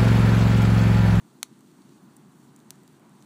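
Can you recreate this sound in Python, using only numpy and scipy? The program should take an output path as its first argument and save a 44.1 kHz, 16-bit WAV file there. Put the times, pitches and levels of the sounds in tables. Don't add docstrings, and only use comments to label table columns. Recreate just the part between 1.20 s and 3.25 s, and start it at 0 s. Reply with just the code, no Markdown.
import sys
import numpy as np
from scipy import signal
from scipy.fft import rfft, irfft, next_fast_len
from scipy.io import wavfile

SR = 44100
rng = np.random.default_rng(int(sys.argv[2]) if len(sys.argv) > 2 else 0)


def generate_wav(sig):
    pcm = np.round(np.clip(np.atleast_2d(sig).T, -1, 1) * 32767).astype(np.int16)
    wavfile.write(sys.argv[1], SR, pcm)


def ratio(d):
    e = np.asarray(d, float) / 20
    return 10 ** e


N = 90404

# f/Hz, level/dB
HUM_SPECTRUM = [(330, -25), (470, -5), (600, -4), (950, 0), (1380, -5), (2050, -12), (3000, -18),
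                (4500, -35)]
# f/Hz, level/dB
HISS_SPECTRUM = [(1500, -20), (2600, -2), (3500, 1), (9000, -1), (12500, -4), (14000, -9), (15300, -6),
                 (15450, -40)]
# f/Hz, level/dB
ROAR_SPECTRUM = [(25, -46), (62, -28), (100, -19), (137, -5), (215, -1), (342, -6), (425, -14), (470, -24),
                 (620, -45)]
# t/s, level/dB
VIGOUR = [
    (0, -57),
    (.2, -55),
    (.82, -53.8),
    (1.3, -54.5),
    (1.5, -54.5),
    (1.75, -55),
    (2.05, -56),
]
# t/s, energy/dB, lowest f/Hz, highest f/Hz, splinter time/s
POPS = [(.3918, -37, 7500, 13000, .0002), (.4079, -36.5, 6000, 17000, .0003),
        (.5154, -42, 5000, 12000, .0006), (.6192, -38, 4800, 12000, .0008),
        (.6927, -40, 4500, 13000, .0008), (.9353, -41, 9500, 12500, .0006),
        (.9654, -29, 13500, 17000, .001), (.9657, -35, 7000, 12000, .0006),
        (.9667, -24, 8800, 12500, .0005), (.9685, -34, 7000, 16500, .0009),
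        (1.3323, -38, 8500, 11500, .0006), (1.3624, -30, 6500, 12000, .0006),
        (1.3622, -25, 6900, 8100, .0012), (1.3621, -29, 14200, 15500, .0007),
        (1.402, -36, 14000, 15500, .0006), (1.3914, -35, 7500, 13000, .0002),
        (1.3974, -40, 9000, 11500, .0003), (1.4019, -34, 3300, 4600, .0006),
        (1.4019, -34, 5600, 6900, .0006), (1.402, -37, 8000, 9000, .0006),
        (1.50626, -12, 5000, 14800, .0001), (1.5063, -19, 6000, 7400, .0001),
        (1.5063, -27, 900, 1700, .0002), (1.50626, -6, 16000, 16900, .0001),
        (1.5078, -32, 7000, 10000, .0008), (1.5562, -38.5, 6500, 13000, .0003),
        (1.6023, -43, 4000, 12500, .001), (1.6341, -40, 4000, 17000, .0007),
        (1.6776, -32, 3500, 17000, .0013), (1.7966, -36, 8500, 18000, .0004),
        (1.8943, -36, 7000, 13000, .0004), (2.0055, -35, 5900, 7000, .001),
        (2.0098, -39, 6000, 7000, .0008), (2.0145, -36, 6000, 7100, .001), (2.023, -38, 13000, 16000, .001),
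        (2.0248, -31.5, 3300, 11500, .0002)]
# t/s, peak level/dB, squeeze time/s, burst width/s
CRACK = (0.22994, -4.5, .00013, .000019)
# delay t/s, level/dB
LOG_ECHOES = [(.00031, -10.5), (.00050, -14), (.00067, -20), (.00090, -18), (.00132, -21), (.00172, -22),
              (.00210, -22), (.00232, -18), (.00260, -22)]
# f/Hz, width/Hz, level/dB
LOG_COLOUR = [(880, 300, 4.5), (1750, 300, -5), (2800, 500, -10), (3300, 400, -3), (4700, 500, -3),
              (5600, 500, -4), (11000, 500, -4), (13200, 900, -7), (15900, 900, -10)]
# f/Hz, width/Hz, level/dB
MIC_COLOUR = [(4300, 900, 2), (5100, 500, -7), (7500, 3000, 2), (12300, 3000, -8), (14300, 1500, 6)]

HUM_DB, HUM_RISE_DB = -64.5, 2.6
DRONE_HZ, DRONE_WIDTH_HZ, DRONE_DB = 140, 16, -67
WHISTLE_HZ, WHISTLE_WIDTH_HZ, WHISTLE_DB = 8330, 90, -84
HISS_DB, HISS_FOLLOWS_DB_PER_DB = -69.4, .2
TICKS_PER_S, TICK_DB, TICK_SPREAD_DB = 150, -64, 3.0
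SPLINTER_SHARE, SPRAY_S = .4, .0006
KNOCK_DB, KNOCK_HZ, AIR_CUT_HZ = -18, 1500, 10000
GROUND_S, GROUND_DB = .0023, -17
SQUEEZE_SHARE = .19
SCATTER_T60_S, SCATTER_DB, SCATTER_CUT_HZ = .014, -28.5, 14000
TAIL_T60_S, TAIL_DB, TAIL_CUT_HZ = .15, -49, 19000
TOP_HZ, TOP_LEAK_DB = 15500, 16


def rms_one(x):
    return x / np.sqrt(np.mean(x ** 2) + 1e-20)


def at_hz(points, hz):
    table_hz, table_db = np.transpose(points)
    return np.interp(np.log(hz + 1), np.log(table_hz), table_db)


def drift(rate_hz):
    r = np.exp(-80 * np.pi * rate_hz / SR)
    noise = rng.standard_normal(N // 40 + 2002)
    slow = signal.lfilter([1], [1, -2 * r, r * r], noise)[2000:]
    return np.interp(np.arange(N) / 40, np.arange(len(slow)), rms_one(slow - slow.mean()))


def coloured(spectrum, shared_db, patchy_db, rate_hz):
    size = next_fast_len(N)
    hz = np.fft.rfftfreq(size, 1 / SR)
    noise = rfft(rng.standard_normal(size)) * ratio(at_hz(spectrum, hz))
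    octave = np.log2(hz + 1)
    together = drift(rate_hz / 4)
    lowest, highest = int(np.log2(spectrum[0][0])), int(np.log2(spectrum[-1][0])) + 1
    out = 0
    for k in range(lowest, highest + 1):
        share = np.clip(1 - np.abs(octave - k), 0, 1)
        flicker = ratio(shared_db * together + patchy_db * drift(rate_hz))
        out = out + flicker * irfft(noise * share, size)[:N]
    return rms_one(out)


def resonance(x, hz, width_hz):
    r = np.exp(-np.pi * width_hz / SR)
    poles = [1, -2 * r * np.cos(2 * np.pi * hz / SR), r * r]
    return signal.lfilter([(1 - r * r) / 2, 0, (r * r - 1) / 2], poles, x + 1e-18)


def add_peaks(x, table):
    for hz, width_hz, db in table:
        x = x + (ratio(db) - 1) * resonance(x, hz, width_hz)
    return x


def narrow(hz, width_hz):
    once = resonance(rng.standard_normal(N), hz, width_hz)
    return rms_one(resonance(once, hz, width_hz))


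def far_hum():
    nearer_db = HUM_RISE_DB * np.linspace(-.5, .5, N)
    air = ratio(HUM_DB + nearer_db) * coloured(HUM_SPECTRUM, shared_db=.4, patchy_db=.8, rate_hz=6.0)
    drone = ratio(DRONE_DB + 3 * nearer_db) * narrow(DRONE_HZ, DRONE_WIDTH_HZ)
    return air + drone


def sap_whistle():
    return ratio(WHISTLE_DB + 1.5 * drift(3.0)) * narrow(WHISTLE_HZ, WHISTLE_WIDTH_HZ)


def flame_hiss(vigour_db):
    hiss_db = HISS_DB + HISS_FOLLOWS_DB_PER_DB * (vigour_db - vigour_db.mean())
    return ratio(hiss_db) * coloured(HISS_SPECTRUM, shared_db=.8, patchy_db=.8, rate_hz=14.0)


def flame_roar(vigour_db):
    return ratio(vigour_db) * coloured(ROAR_SPECTRUM, shared_db=.3, patchy_db=.7, rate_hz=8.0)


def echo_cloud(t60_s, db, cut_hz):
    t = np.arange(8000) / SR
    dull = signal.butter(1, min(cut_hz, 19000), fs=SR, output="sos")
    noise = signal.sosfilt(dull, rng.standard_normal(8000))
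    return noise * ratio(db - 60 * t / t60_s) * np.clip(t / .0004, 0, 1)


def add_echoes(bursts):
    pile = echo_cloud(SCATTER_T60_S, SCATTER_DB, SCATTER_CUT_HZ)
    yard = echo_cloud(TAIL_T60_S, TAIL_DB, TAIL_CUT_HZ)
    return bursts + signal.fftconvolve(bursts, pile + yard)[:N]


def bark_ticks():
    tick_db = TICK_DB + TICK_SPREAD_DB * np.minimum(rng.exponential(1, N), 2)
    impulses = ratio(tick_db) * rng.choice([-1, 1], N) * (rng.random(N) < TICKS_PER_S / SR)
    dealt = rng.integers(0, 8, N)
    out = np.zeros(N)
    for k, hz in enumerate(np.geomspace(3000, 13000, 8)):
        out += 3 * resonance(impulses * (dealt == k), hz, hz / 2)
    return out


def resin_pops():
    out = np.zeros(N + 900)
    t = np.arange(800) / SR
    knock = signal.butter(1, [KNOCK_HZ, 4 * KNOCK_HZ], "band", fs=SR, output="sos")
    for s, db, low_hz, high_hz, splinter_s in POPS:
        spray = rng.standard_normal(800) * np.exp(-t / max(splinter_s, 1e-4))
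        burst = (t == 0) + SPLINTER_SHARE * min(splinter_s / SPRAY_S, 1) * spray
        energy = np.sum(burst ** 2)
        band = signal.butter(2, [low_hz, min(high_hz, 19000)], "band", fs=SR, output="sos")
        snap = signal.sosfilt(band, burst)
        snap = snap * np.sqrt(energy / np.sum(snap ** 2) * 2 * (high_hz - low_hz) / SR)
        breadth = min((high_hz - low_hz) / low_hz, 1)
        sound = snap - breadth * ratio(KNOCK_DB) * signal.sosfilt(knock, burst)
        i = int(s * SR)
        out[i:i + 800] -= ratio(db) * sound / np.sqrt(energy)
    air = signal.butter(1, AIR_CUT_HZ, fs=SR, output="sos")
    out = signal.sosfilt(air, ratio(2.5) * out)[:N]
    lag = int(GROUND_S * SR)
    return out + ratio(GROUND_DB) * np.concatenate([np.zeros(lag), out[:N - lag]])


def loud_crack():
    s, db, squeeze_s, width_s = CRACK
    out = np.zeros(N)
    near = np.arange(int(s * SR) - 100, int(s * SR) + 300)
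    for delay_s, echo_db in [(0, 0)] + list(LOG_ECHOES):
        t = near / SR - s - delay_s
        squeeze = SQUEEZE_SHARE * np.exp(-np.abs(t) / squeeze_s)
        suction = 1.3 * np.exp(-.5 * (t / width_s) ** 2)
        out[near] += ratio(db + echo_db) * (squeeze - suction)
    out = add_peaks(out, LOG_COLOUR)
    return signal.sosfiltfilt(signal.butter(4, 510, "high", fs=SR, output="sos"), out)


def scene():
    vigour_db = np.interp(np.arange(N) / SR, *np.transpose(VIGOUR))
    background = far_hum() + sap_whistle()
    flames = flame_hiss(vigour_db) + flame_roar(vigour_db)
    bursts = add_echoes(bark_ticks() + resin_pops() + loud_crack())
    return (background + flames + bursts)[None]


def low_pass(x):
    return signal.sosfilt(signal.butter(12, 16500, fs=SR, output="sos"), x)


def record(dry):
    x = add_peaks(dry, MIC_COLOUR)
    x = signal.sosfilt(signal.cheby2(8, TOP_LEAK_DB, TOP_HZ, fs=SR, output="sos"), x)
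    x = signal.sosfiltfilt(signal.cheby2(10, 30, 17000, fs=SR, output="sos"), x)
    return low_pass(x)


dry = scene()
out = record(dry)
generate_wav(out)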